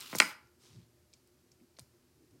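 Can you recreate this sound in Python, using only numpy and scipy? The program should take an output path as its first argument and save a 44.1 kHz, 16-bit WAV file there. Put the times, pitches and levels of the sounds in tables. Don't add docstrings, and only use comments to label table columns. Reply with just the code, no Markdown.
import sys
import numpy as np
from scipy import signal
from scipy.fft import rfft, irfft
from scipy.io import wavfile

SR = 44100
rng = np.random.default_rng(int(sys.argv[2]) if len(sys.argv) > 2 else 0)


def put_to_file(sound):
    columns = np.atleast_2d(sound).T
    safe = np.clip(columns, -1, 1)
    whole_steps = np.round(safe * 32767)
    wavfile.write(sys.argv[1], SR, whole_steps.astype(np.int16))


N = 105840
T_S = np.arange(N) / SR

# f/Hz, relative density/dB per Hz
AIR_COLOUR = [(15, -46.5), (25, -15.5), (53, -3), (99, -2.5), (130, 1.5), (175, -6), (285, -8), (354, -0.5),
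              (439, -9.5), (659, -15.5), (3720, -22), (4610, -19), (8360, -22.5), (13600, -24),
              (16000, -31.5)]
# f/Hz, level/dB, width of first resonance/Hz
HUM_PARTIALS = [(78.15, -79.5, 12), (119, -79, 6), (245, -80.5, 20), (354.7, -77, 12), (603, -89, 10)]
AIR_DB = -70.5

# t/s, level/dB, f/Hz, length/s
HAND_BUMPS = [(.158, -50, 135, .026), (.69, -58, 128, .17), (1.595, -64.5, 241, 0.061),
              (1.7856, -59, 656, 0.0097), (1.795, -59.5, 103.2, .045), (2.161, -69, 316, 0.11),
              (2.3, -68, 89, .12), (2.307, -68, 297.6, 0.091)]
BUMP_SPREAD = 1.25

# start/s, attack/s, hold/s, release/s
BRUSH_TIMES_S = (0.582, 0.069, 0.011, 0.22)
SLIDE_TIMES_S = (-.02, .01, .3, .06)
# f/Hz, relative density/dB per Hz
BRUSH_COLOUR = [(100, 3.5), (400, 4.5), (650, -8), (1100, 0), (1800, -5), (3300, 1), (5000, 2.5),
                (9000, -4), (15000, -17)]
SLIDE_COLOUR = [(60, -17), (130, -8.5), (400, -7), (650, -15), (1200, -1), (1800, -9), (3000, -0.5),
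                (5500, -5), (8000, -10), (15000, -13)]
BRUSH_DB, SLIDE_DB = -63, -51
GRAIN_DB, GRAIN_HZ = 2, 200
BRUSH_DULL_HZ, BRUSH_DULL_FADE_S = 6470, 0.12

# t/s, level/dB, centre f/Hz, t60/s, relative band spread
PLASTIC_CLICKS = [(.0057, -30.5, 9600, 0.0095, 1.4), (0.0103, -31, 4400, 0.016, 1.3),
                  (0.1499, -20, 5740, 0.0082, 0.4), (0.1549, -30, 11400, 0.045, 2.8),
                  (0.165, -31.5, 5840, 0.028, 1.1), (0.183, -31, 10090, .009, 1.2),
                  (0.1854, -19, 6000, 0.019, 3), (0.2007, -5, 5200, 0.007, 2), (.2050, -19, 5497, .01, 1.6),
                  (.2192, -26.5, 4300, .012, 1.6), (.4719, -59, 4800, .015, 0.98),
                  (.829, -58, 3000, .02, 1), (1.1305, -45.5, 3800, .01, 0.7),
                  (1.1364, -42.5, 4600, .025, 1.22), (1.2737, -57.5, 9000, .015, 1.42),
                  (1.5172, -52, 2400, .012, 0.47), (1.517, -51, 5793, .035, 0.61),
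                  (1.599, -56, 2300, 0.047, 0.56), (1.7675, -52.5, 2900, 0.0337, 1.38),
                  (1.772, -58, 3500, .025, 1.5), (1.7868, -44, 3900, 0.039, 1.8),
                  (1.7942, -33.5, 6440, 0.0057, 2.5), (1.799, -46.5, 5000, 0.019, 2),
                  (2.2476, -63, 6000, 0.0099, 1.73), (2.3088, -60, 5000, .02, 1.72)]
# f/Hz, width/Hz, relative level/dB
BARREL_MODES = [(2350, 120, 8), (4300, 400, 2), (4880, 450, 3), (5500, 500, 0), (6900, 600, -2.5),
                (8440, 1500, -2.5)]
CLICK_SPILL_DB, SNAP_DB = -22, 4

# t/s, force/dB, contact brightness f/Hz
PEN_KNOCKS = [(0.1285, 16, 419), (0.136, 9.5, 523), (0.1496, 19, 510), (.2016, 22, 4000), (.2050, 10, 1712),
              (.2190, 11.5, 2403), (0.2237, 4, 1900), (0.2297, -2.5, 1688), (1.7871, -8, 652.4)]
# f/Hz, width/Hz, level/dB
RINGING_MODES = [(215, 20, -8.5), (275, 78, -10), (356.7, 90, -14.5), (505, 52, -11.5), (645, 140, -12),
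                 (876, 62, -11), (1050, 80, -6), (1240, 43, -9.5), (1379, 18, -2.5), (1497, 200, -1.5),
                 (1978, 260, -1), (2191, 380, -1.5), (2210, 190, -8.5), (2690, 170, -14), (4390, 1200, -11)]
SCUFF_DB, SCUFF_T60_S = -27, 0.026
BENDING_TRAVEL_2KHZ_S = 0.001857
FASTEST_WAVE_HZ = 6470

# f/Hz, level/dB, t60/s
ROOM_BANDS = [(100, -13, 0.41), (250, -13, 0.32), (568, -14, .33), (1050, -7, .45), (2108, -17, .34),
              (4500, -15, .34), (8000, -13, 0.24), (14000, -8, .29)]
ROOM_DELAY_S, ROOM_BUILD_S = 0.0035, 0.004
CUTOFF_HZ = 16000


def from_db(db):
    return 10 ** (np.asarray(db) / 20)


def rms_one(x):
    return x / np.sqrt(np.mean(x ** 2) + 1e-20)


def decay(t_s, t60_s):
    return np.exp(-np.log(1000) * t_s / t60_s)


def at_hz(points, hz, axis=1):
    points = np.array(points)
    return np.interp(np.log(hz + 1), np.log(points[:, 0]), points[:, axis])


def resonate(x, hz, width_hz):
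    r = np.exp(-np.pi * width_hz / SR)
    numerator = np.array([1, 0, -1]) * (1 - r * r) / 2
    denominator = [1, -2 * r * np.cos(2 * np.pi * hz / SR), r * r]
    return signal.lfilter(numerator, denominator, x + 1e-18)


def butter(x, hz, kind, order=2):
    corners_hz = np.clip(hz, 10, 0.47 * SR)
    sos = signal.butter(order, corners_hz, kind, fs=SR, output="sos")
    return signal.sosfilt(sos, x + 1e-18)


def noise(colour):
    hz = np.arange(N // 2 + 1) * SR / N
    spectrum = rfft(rng.standard_normal(N)) * from_db(at_hz(colour, hz))
    return rms_one(irfft(spectrum, N))


def add(out, t_s, sound):
    i = max(int(t_s * SR), 0)
    out[i:i + len(sound)] += sound[:N - i]


def background():
    out = from_db(AIR_DB) * noise(AIR_COLOUR)
    for hz, db, width_hz in HUM_PARTIALS:
        white = rng.standard_normal(N + SR)
        partial = resonate(resonate(white, hz, width_hz), hz, 2 * width_hz)
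        out += from_db(db) * rms_one(partial[SR:])
    return out


def bumps():
    out = np.zeros(N)
    for t_s, db, hz, length_s in HAND_BUMPS:
        count = int(length_s * SR)
        white = rng.standard_normal(SR // 2)
        rumble = butter(white, [hz / BUMP_SPREAD, hz * BUMP_SPREAD], "band")[-count:]
        swell = np.sqrt(np.hanning(count))
        add(out, t_s, from_db(db) * rms_one(rumble * swell))
    return out


def stroke(times_s, db, colour):
    start, attack, hold, release = times_s
    envelope = np.interp(T_S, start + np.cumsum([0, attack, hold, release]), [0, 1, 1, 0])
    grain = rms_one(butter(rng.standard_normal(N), GRAIN_HZ, "low"))
    return envelope * from_db(db + GRAIN_DB * grain) * noise(colour)


def hand_brush():
    hiss = stroke(BRUSH_TIMES_S, BRUSH_DB, BRUSH_COLOUR)
    dull = butter(hiss, BRUSH_DULL_HZ, "low", order=1)
    full_s = BRUSH_TIMES_S[0] + BRUSH_TIMES_S[1]
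    top = np.clip(1 - (T_S - full_s) / BRUSH_DULL_FADE_S, 0, 1)
    return top * hiss + (1 - top) * dull


def pen_slide():
    return stroke(SLIDE_TIMES_S, SLIDE_DB, SLIDE_COLOUR)


def clicks():
    out, t_s = np.zeros(N), T_S[:SR // 16]
    for start_s, db, hz, t60_s, width in PLASTIC_CLICKS:
        signs = rng.choice([-1, 1], len(t_s))
        snap = from_db(SNAP_DB) * signal.unit_impulse(len(t_s))
        click = snap + signs * decay(t_s, t60_s)
        spread = 1 + max(width, 0.1) / 2
        band = butter(click, [hz / spread, hz * spread], "band")
        add(out, start_s, from_db(db) * (band + from_db(CLICK_SPILL_DB) * click))
    out = butter(out, 1300, "high")
    barrel = sum(from_db(db) * resonate(out, hz, width_hz) for hz, width_hz, db in BARREL_MODES)
    return 0.5 * (out + barrel)


def bending_delay(x):
    hz = np.maximum(np.arange(N + 1) * SR / (2 * N), 60)
    slowness = np.sqrt(2000 / hz) - np.sqrt(2000 / FASTEST_WAVE_HZ)
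    lag_s = BENDING_TRAVEL_2KHZ_S * np.maximum(slowness, 0)
    phase = np.pi * np.cumsum(lag_s) * SR / N
    return irfft(rfft(x, 2 * N) * np.exp(-1j * phase))[:N]


def knocks():
    force, t_s = np.zeros(N), T_S[:SR // 25]
    for start_s, db, bright_hz in PEN_KNOCKS:
        skid = rng.standard_normal(len(t_s)) * decay(t_s, SCUFF_T60_S)
        contact = signal.unit_impulse(len(t_s)) + from_db(SCUFF_DB) * skid
        add(force, start_s, from_db(db) * butter(contact, bright_hz, "low"))
    ringing = sum(from_db(db) * resonate(force, hz, width_hz) for hz, width_hz, db in RINGING_MODES)
    return bending_delay(butter(ringing, 155, "high"))


def room(x):
    t_s, edges_hz = T_S[:SR * 2 // 3], np.geomspace(70, 17000, 15)
    build = 1 - np.exp(-np.maximum(t_s - ROOM_DELAY_S, 0) / ROOM_BUILD_S)
    tail = np.zeros(len(t_s))
    for low, high in zip(edges_hz, edges_hz[1:]):
        hz = np.sqrt(low * high)
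        band = butter(rng.standard_normal(len(t_s)), [low, high], "band")
        band = band * build * decay(t_s, at_hz(ROOM_BANDS, hz, axis=2))
        flat = np.sqrt(2 * (high - low) / SR / np.sum(band ** 2))
        tail += from_db(at_hz(ROOM_BANDS, hz)) * band * flat
    return signal.fftconvolve(x, tail)[:N]


def scene(count=3):
    pen = knocks() + clicks()
    reflections = sum(room(knocks() + clicks()) for _ in range(count)) / np.sqrt(count)
    hands = hand_brush() + bumps()
    return (background() + hands + pen_slide() + reflections + pen)[None]


def record(dry):
    thin = butter(dry, 58, "high", order=4)
    sos = signal.ellip(10, 0.1, 70, CUTOFF_HZ, fs=SR, output="sos")
    return signal.sosfilt(sos, thin)


dry = scene()
out = record(dry)
put_to_file(out)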